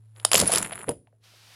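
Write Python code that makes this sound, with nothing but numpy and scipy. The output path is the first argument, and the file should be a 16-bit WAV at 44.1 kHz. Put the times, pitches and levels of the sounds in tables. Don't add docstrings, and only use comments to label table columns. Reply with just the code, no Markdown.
import sys
import numpy as np
from scipy import signal
from scipy.fft import rfft, irfft, next_fast_len
from scipy.io import wavfile

SR = 44100
rng = np.random.default_rng(int(sys.argv[2]) if len(sys.argv) > 2 else 0)


def put_to_file(sound):
    columns = np.atleast_2d(sound).T
    safe = np.clip(columns, -1, 1)
    whole_steps = np.round(safe * 32767)
    wavfile.write(sys.argv[1], SR, whole_steps.astype(np.int16))


N = 68355
FREQS, AGE = np.fft.rfftfreq(8192, 1 / SR), np.arange(8192) / SR
MAIN_T60_S, MAIN_WIDTH_HZ = 0.016, 340
MODE_SCATTER = .016
THUD_RISE_S = 0.00059


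def amp(db):
    return 10 ** (np.asarray(db) / 20)


def unit(x):
    return x / np.sqrt(np.mean(x ** 2) + 1e-20)


def along(points, hz):
    frequencies, values = np.transpose(points)
    return np.interp(np.log(hz + 1), np.log(frequencies + 1), values)


def level(points):
    return amp(np.interp(np.arange(N) / SR, *np.transpose(points)))


def fade(t, t60):
    return np.exp(-np.log(1000) * t / t60)


def add(track, start_s, sound):
    i = int(start_s * SR)
    track[i:i + len(sound)] += sound[:N - i]


def filtered(x, colour):
    gain = amp(along(colour, FREQS))
    cepstrum = irfft(np.log(np.maximum(gain, 1e-5)))
    half = len(cepstrum) // 2
    cepstrum[1:half] *= 2
    cepstrum[half + 1:] = 0
    response = irfft(np.exp(rfft(cepstrum)))
    return signal.fftconvolve(x, response)[:N]


def noise(colour):
    return unit(filtered(rng.standard_normal(N), colour))


def hump(hz, octaves):
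    return np.exp(-(np.log2((FREQS + 1) / hz) / octaves) ** 2 / 2)


def burst(band, t60, rise_s=0.00025, span_s=0.0032):
    x = irfft(band * np.exp(2j * np.pi * rng.random(len(band))))
    attack = 1 - np.exp(-AGE / rise_s)
    envelope = fade(AGE, t60) * attack
    for _ in range(2):
        x = np.cos(np.angle(signal.hilbert(x))) * envelope
        x = irfft(band * np.exp(1j * np.angle(rfft(x))))
    release = np.cos(np.pi * np.minimum(AGE / AGE[-1], .5)) ** 2
    x = x * attack * release
    return x * np.sqrt(span_s * SR / np.sum(x ** 2))


def mode(hz, t60, width_hz):
    return burst(1 / (1 + ((FREQS - hz) / width_hz) ** 2), t60)


def background():
    # time_s, level_db
    hum_levels = [(0, -50.5), (.3, -48), (.6, -62), (1, -62), (1.55, -60.5)]
    hiss_levels = [(0, -84), (.2, -82), (1, -86), (1.195, -97.5), (1.24, -57.5), (1.42, -55.5),
                   (1.53, -52.5)]
    # frequency_hz, gain_db
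    dull_colour = [(30, -11.5), (110, 6), (230, -13), (420, -4.5), (700, -19), (2000, -32.5)]
    hiss_colour = [(100, -13), (550, -3), (1000, -1), (3300, 2), (5200, 0.5), (7500, -8), (12000, -8),
                   (15500, -16)]
    hum_hz, waver_db, dull_db = 109.4, -0.2, -74
    waver = unit(signal.resample(rng.standard_normal(20), N))
    hum = amp(waver_db * waver) * unit(np.sin(2 * np.pi * hum_hz * np.arange(N) / SR))
    dull = amp(dull_db) * noise(dull_colour)
    hiss = level(hiss_levels) * noise(hiss_colour)
    return level(hum_levels) * hum + dull + hiss


def contacts(colour, per_s=1700, spread_db=8):
    struck = rng.random(N) < per_s / SR
    sizes = amp(spread_db * np.clip(rng.standard_normal(N), -2, 2))
    signs = rng.choice([-1, 1], N)
    return unit(filtered(struck * sizes * signs, colour))


def jostle():
    # time_s, level_db
    force_levels = [(.14, -77), (.17, -56), (.3, -49.5), (.325, -30.5), (.35, -28.5), (.41, -27),
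                    (.45, -32), (.505, -30.5), (.525, -27.5), (.55, -29), (.6, -31.5), (.68, -43.5),
                    (.82, -45.5), (.855, -57.5), (.91, -39), (.95, -70), (1.02, -84)]
    # frequency_hz, gain_db
    jostle_colour = [(100, -17), (330, 4.5), (600, 6.5), (1500, 2), (3000, -5.5), (6000, -22), (7300, -1.5),
                     (8600, -14), (10200, 8.5), (11500, -4.5), (15000, -24.5)]
    snap_colour = [(700, -20.5), (1900, 1.5), (2650, -0.5), (3900, 0), (4700, -1), (6000, -1.5),
                   (7500, -0.5), (9000, -4.5), (12000, -26.5)]
    reference_db, snap_db, exponent = -27.5, -2, 2.7
    force = level(force_levels)
    snap = amp(reference_db + snap_db) * (force / amp(reference_db)) ** exponent
    return force * contacts(jostle_colour) + snap * contacts(snap_colour)


def taps(main_hz=9990):
    # start_s, tick_db, tick_hz, main_db
    touches = [(.1625, -53.5, 2730, -72), (0.199, -43.5, 2640, -49.5), (0.4569, -33.5, 1978, -29.5),
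               (.47, -45, 2630, -21.5), (0.6041, -32, 998, -35), (.647, -31.5, 1976, -31.5),
               (0.6515, -33, 1700, -44), (0.6625, -37.5, 1700, -46), (0.7095, -35, 1500, -65),
               (0.7229, -36.5, 2114, -36.5), (0.727, -35, 1500, -29.5), (0.7338, -35, 2300, -58),
               (.7554, -43, 1788, -33), (.778, -36, 1600, -48), (.7925, -47, 2400, -53),
               (0.8075, -40, 1380, -61), (0.815, -42.5, 1900, -45), (0.8319, -40, 1000, -36.5),
               (0.8424, -35.5, 1050, -45), (0.872, -50, 1476, -46), (0.8843, -35, 1800, -38),
               (1.0715, -60, 1750, -100), (1.1267, -70.5, 1107, -96)]
    out = np.zeros(N)
    for start_s, tick_db, tick_hz, main_db in touches:
        tick = burst(hump(tick_hz, octaves=0.65), t60=.006)
        detune = 1 + MODE_SCATTER * rng.standard_normal()
        main = mode(detune * main_hz, MAIN_T60_S, MAIN_WIDTH_HZ)
        add(out, start_s, amp(tick_db) * tick + amp(main_db) * main)
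    return out


def clacks():
    # start_s, knock_db, knock_hz, crack_db, crack_hz, bend_db, sides_db, main_db, main_hz
    collisions = [ (.2492, -20, 926, -18, 4100, -23, -18.5, -14, 9290),
                  (.2500, -26, 731, -26.5, 3000, -24.5, -24, -14, 9840),
                  (.316, -24, 850, -21.5, 2700, -23, -25, -16.5, 10350),
                  (.332, -19, 1150, -18.5, 3400, -19, -14.5, -26.5, 9900),
                  (0.3429, -19, 520, -20.5, 2500, -28.5, -19.5, -16, 10600),
                  (0.345, -17.5, 540, -24, 2900, -26.5, -18.5, -22, 9800),
                  (0.3529, -26.5, 512, -13.5, 2760, -17, -28.5, -32, 9950),
                  (0.358, -35.5, 350, -24, 3100, -26, -14.5, -22.5, 9740),
                  (0.3668, -36.5, 500, -35.5, 3500, -31, -23, -25.5, 9200),
                  (0.3727, -37, 700, -23, 3663, -31, -22.5, -29, 10500),
                  (0.3773, -32.5, 900, -26.5, 3770, -27, -24.5, -30.5, 11100),
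                  (.38, -27.5, 1200, -33.5, 3400, -24.5, -23.5, -14.5, 11600),
                  (0.3891, -40, 700, -32.5, 3900, -24.5, -26.5, -32.5, 9600),
                  (.3934, -36, 700, -26.5, 3700, -28.5, -27, -20, 9100),
                  (0.3996, -25, 479, -22.5, 3600, -20.5, -18, -16.5, 10300),
                  (0.4137, -24.5, 750, -30, 2900, -24, -23, -25, 10300),
                  (.476, -57, 900, -40, 2800, -30, -38, -12, 9930),
                  (.519, -40, 700, -35, 2900, -30, -28, -16.5, 9830),
                  (0.5255, -29.5, 700, -30, 2900, -28, -29, -21, 10480),
                  (0.5307, -27.5, 700, -31.5, 2600, -36.5, -29, -20, 9850),
                  (0.536, -28.5, 700, -24, 2900, -29, -26.5, -16.5, 10620),
                  (0.549, -37, 700, -27.5, 3202, -28, -31, -22.5, 10500),
                  (0.5586, -41, 1300, -25.5, 3100, -24, -27.5, -14.5, 10620),
                  (.5739, -24.5, 1400, -29.5, 2900, -22.5, -30, -32, 10300),
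                  (0.5822, -41, 1500, -33.5, 2900, -26, -19, -23.5, 9870),
                  (0.6269, -28, 1300, -32.5, 2703, -49, -26.5, -22.5, 10260),
                  (0.8912, -25, 600, -34, 3164, -37, -36.5, -20.5, 9820)]
    out = np.zeros(N)
    for start_s, knock_db, knock_hz, crack_db, crack_hz, bend_db, sides_db, main_db, main_hz in collisions:
        knock = amp(knock_db) * burst(hump(knock_hz, octaves=.7), t60=.014)
        crack = amp(crack_db) * burst(hump(crack_hz, octaves=.3), t60=.0095)
        detune = 1 + MODE_SCATTER * rng.standard_normal()
        bend = amp(bend_db) * mode(hz=detune * 5010, t60=.0095, width_hz=800)
        lower = mode(hz=detune * 7444, t60=0.015, width_hz=630)
        upper = mode(hz=detune * 12370, t60=0.015, width_hz=630)
        sides = amp(sides_db) * (lower + amp(-8.5) * upper)
        main = amp(main_db) * mode(main_hz, MAIN_T60_S, MAIN_WIDTH_HZ)
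        add(out, start_s, knock + crack + bend + sides + main)
    return out


def rumble():
    # time_s, level_db
    shake_levels = [(.24, -84), (.28, -60.5), (.36, -46), (.43, -28.5), (.49, -40.5), (.6, -39.5),
                    (.7, -46), (.865, -55), (.89, -34.5), (1.08, -77)]
    # frequency_hz, gain_db
    floor_colour = [(25, -23.5), (60, -4.5), (110, 1.5), (180, 2), (350, -9), (700, -13.5), (1500, -61)]
    return level(shake_levels) * noise(floor_colour)


def thuds():
    # start_s, level_db, pitch_hz
    landings = [(0.252, -48, 215), (.343, -25.5, 556), (.362, -30, 184), (0.406, -27, 171.3),
                (.412, -24.5, 571.4), (.423, -22, 495), (.431, -29, 719), (.442, -30.5, 284),
                (.495, -24.5, 636), (0.531, -29.5, 438), (0.564, -32, 340.7), (0.589, -32.5, 170),
                (.607, -33, 198.3), (.72, -34.5, 658), (0.799, -42.5, 396), (.88, -27, 513),
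                (.888, -25.5, 285.3), (1.073, -61, 734), (1.128, -62, 584), (1.336, -59.5, 573),
                (1.502, -61, 598)]
    out = np.zeros(N)
    for start_s, level_db, pitch_hz in landings:
        thud = burst(hump(pitch_hz, octaves=.28), t60=0.053, rise_s=THUD_RISE_S, span_s=0.0084)
        add(out, start_s, amp(level_db) * thud)
    return out


def last_drop():
    # start_s, level_db
    blows = [(0.893, -21.5), (.914, -35)]
    # pitch_hz, gain_db, t60_s
    floor_modes = [(208.3, -13, 0.094), (385.4, -15, 0.12), (472, 6, 0.064), (579, -1.5, 0.089),
                   (922, -7.5, 0.057)]
    ring = sum(amp(db) * fade(AGE, t60) * np.sin(2 * np.pi * hz * AGE) for hz, db, t60 in floor_modes)
    attack = 1 - np.exp(-AGE / THUD_RISE_S)
    out = np.zeros(N)
    for start_s, level_db in blows:
        add(out, start_s, amp(level_db) * ring * attack)
    return out


def room(x, delay_s=.007):
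    # frequency_hz, t60_s
    decay_times = [(150, 0.48), (700, 0.11), (4000, 0.17), (10000, 0.3), (15000, 0.18)]
    # frequency_hz, gain_db
    room_colour = [(150, -4.5), (600, -2), (4500, -2), (9000, -8)]
    out = np.zeros(N)
    for part in np.array_split(np.arange(N), 20):
        hz, t, spectra = signal.stft(rng.standard_normal(SR // 2), SR, nperseg=256)
        decay = fade(t, along(decay_times, hz)[:, None])
        _, tail = signal.istft(spectra * decay, SR, nperseg=256)
        add(out, part[0] / SR + delay_s, signal.fftconvolve(x[part], tail / np.linalg.norm(tail)))
    return filtered(out, room_colour)


def scene():
    blocks = clacks() + taps() + jostle() + rumble() + thuds() + last_drop()
    return (blocks + amp(-13) * room(blocks) + background())[None]


def record(dry, top_hz=16000):
    # frequency_hz, gain_db
    microphone = [(25, -12.5), (45, -2.5), (65, -2), (10800, -0.5), (12000, -6.5), (13200, 0.5),
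                  (15000, -6.5)]
    x = filtered(dry[0], microphone)
    x = x / (1 + np.abs(x) ** 10) ** (1 / 10)
    size = next_fast_len(N + SR // 2)
    passband = np.fft.rfftfreq(size, 1 / SR) < top_hz
    return irfft(rfft(x, size) * passband, size)[None, :N]


dry = scene()
out = record(dry)
put_to_file(out)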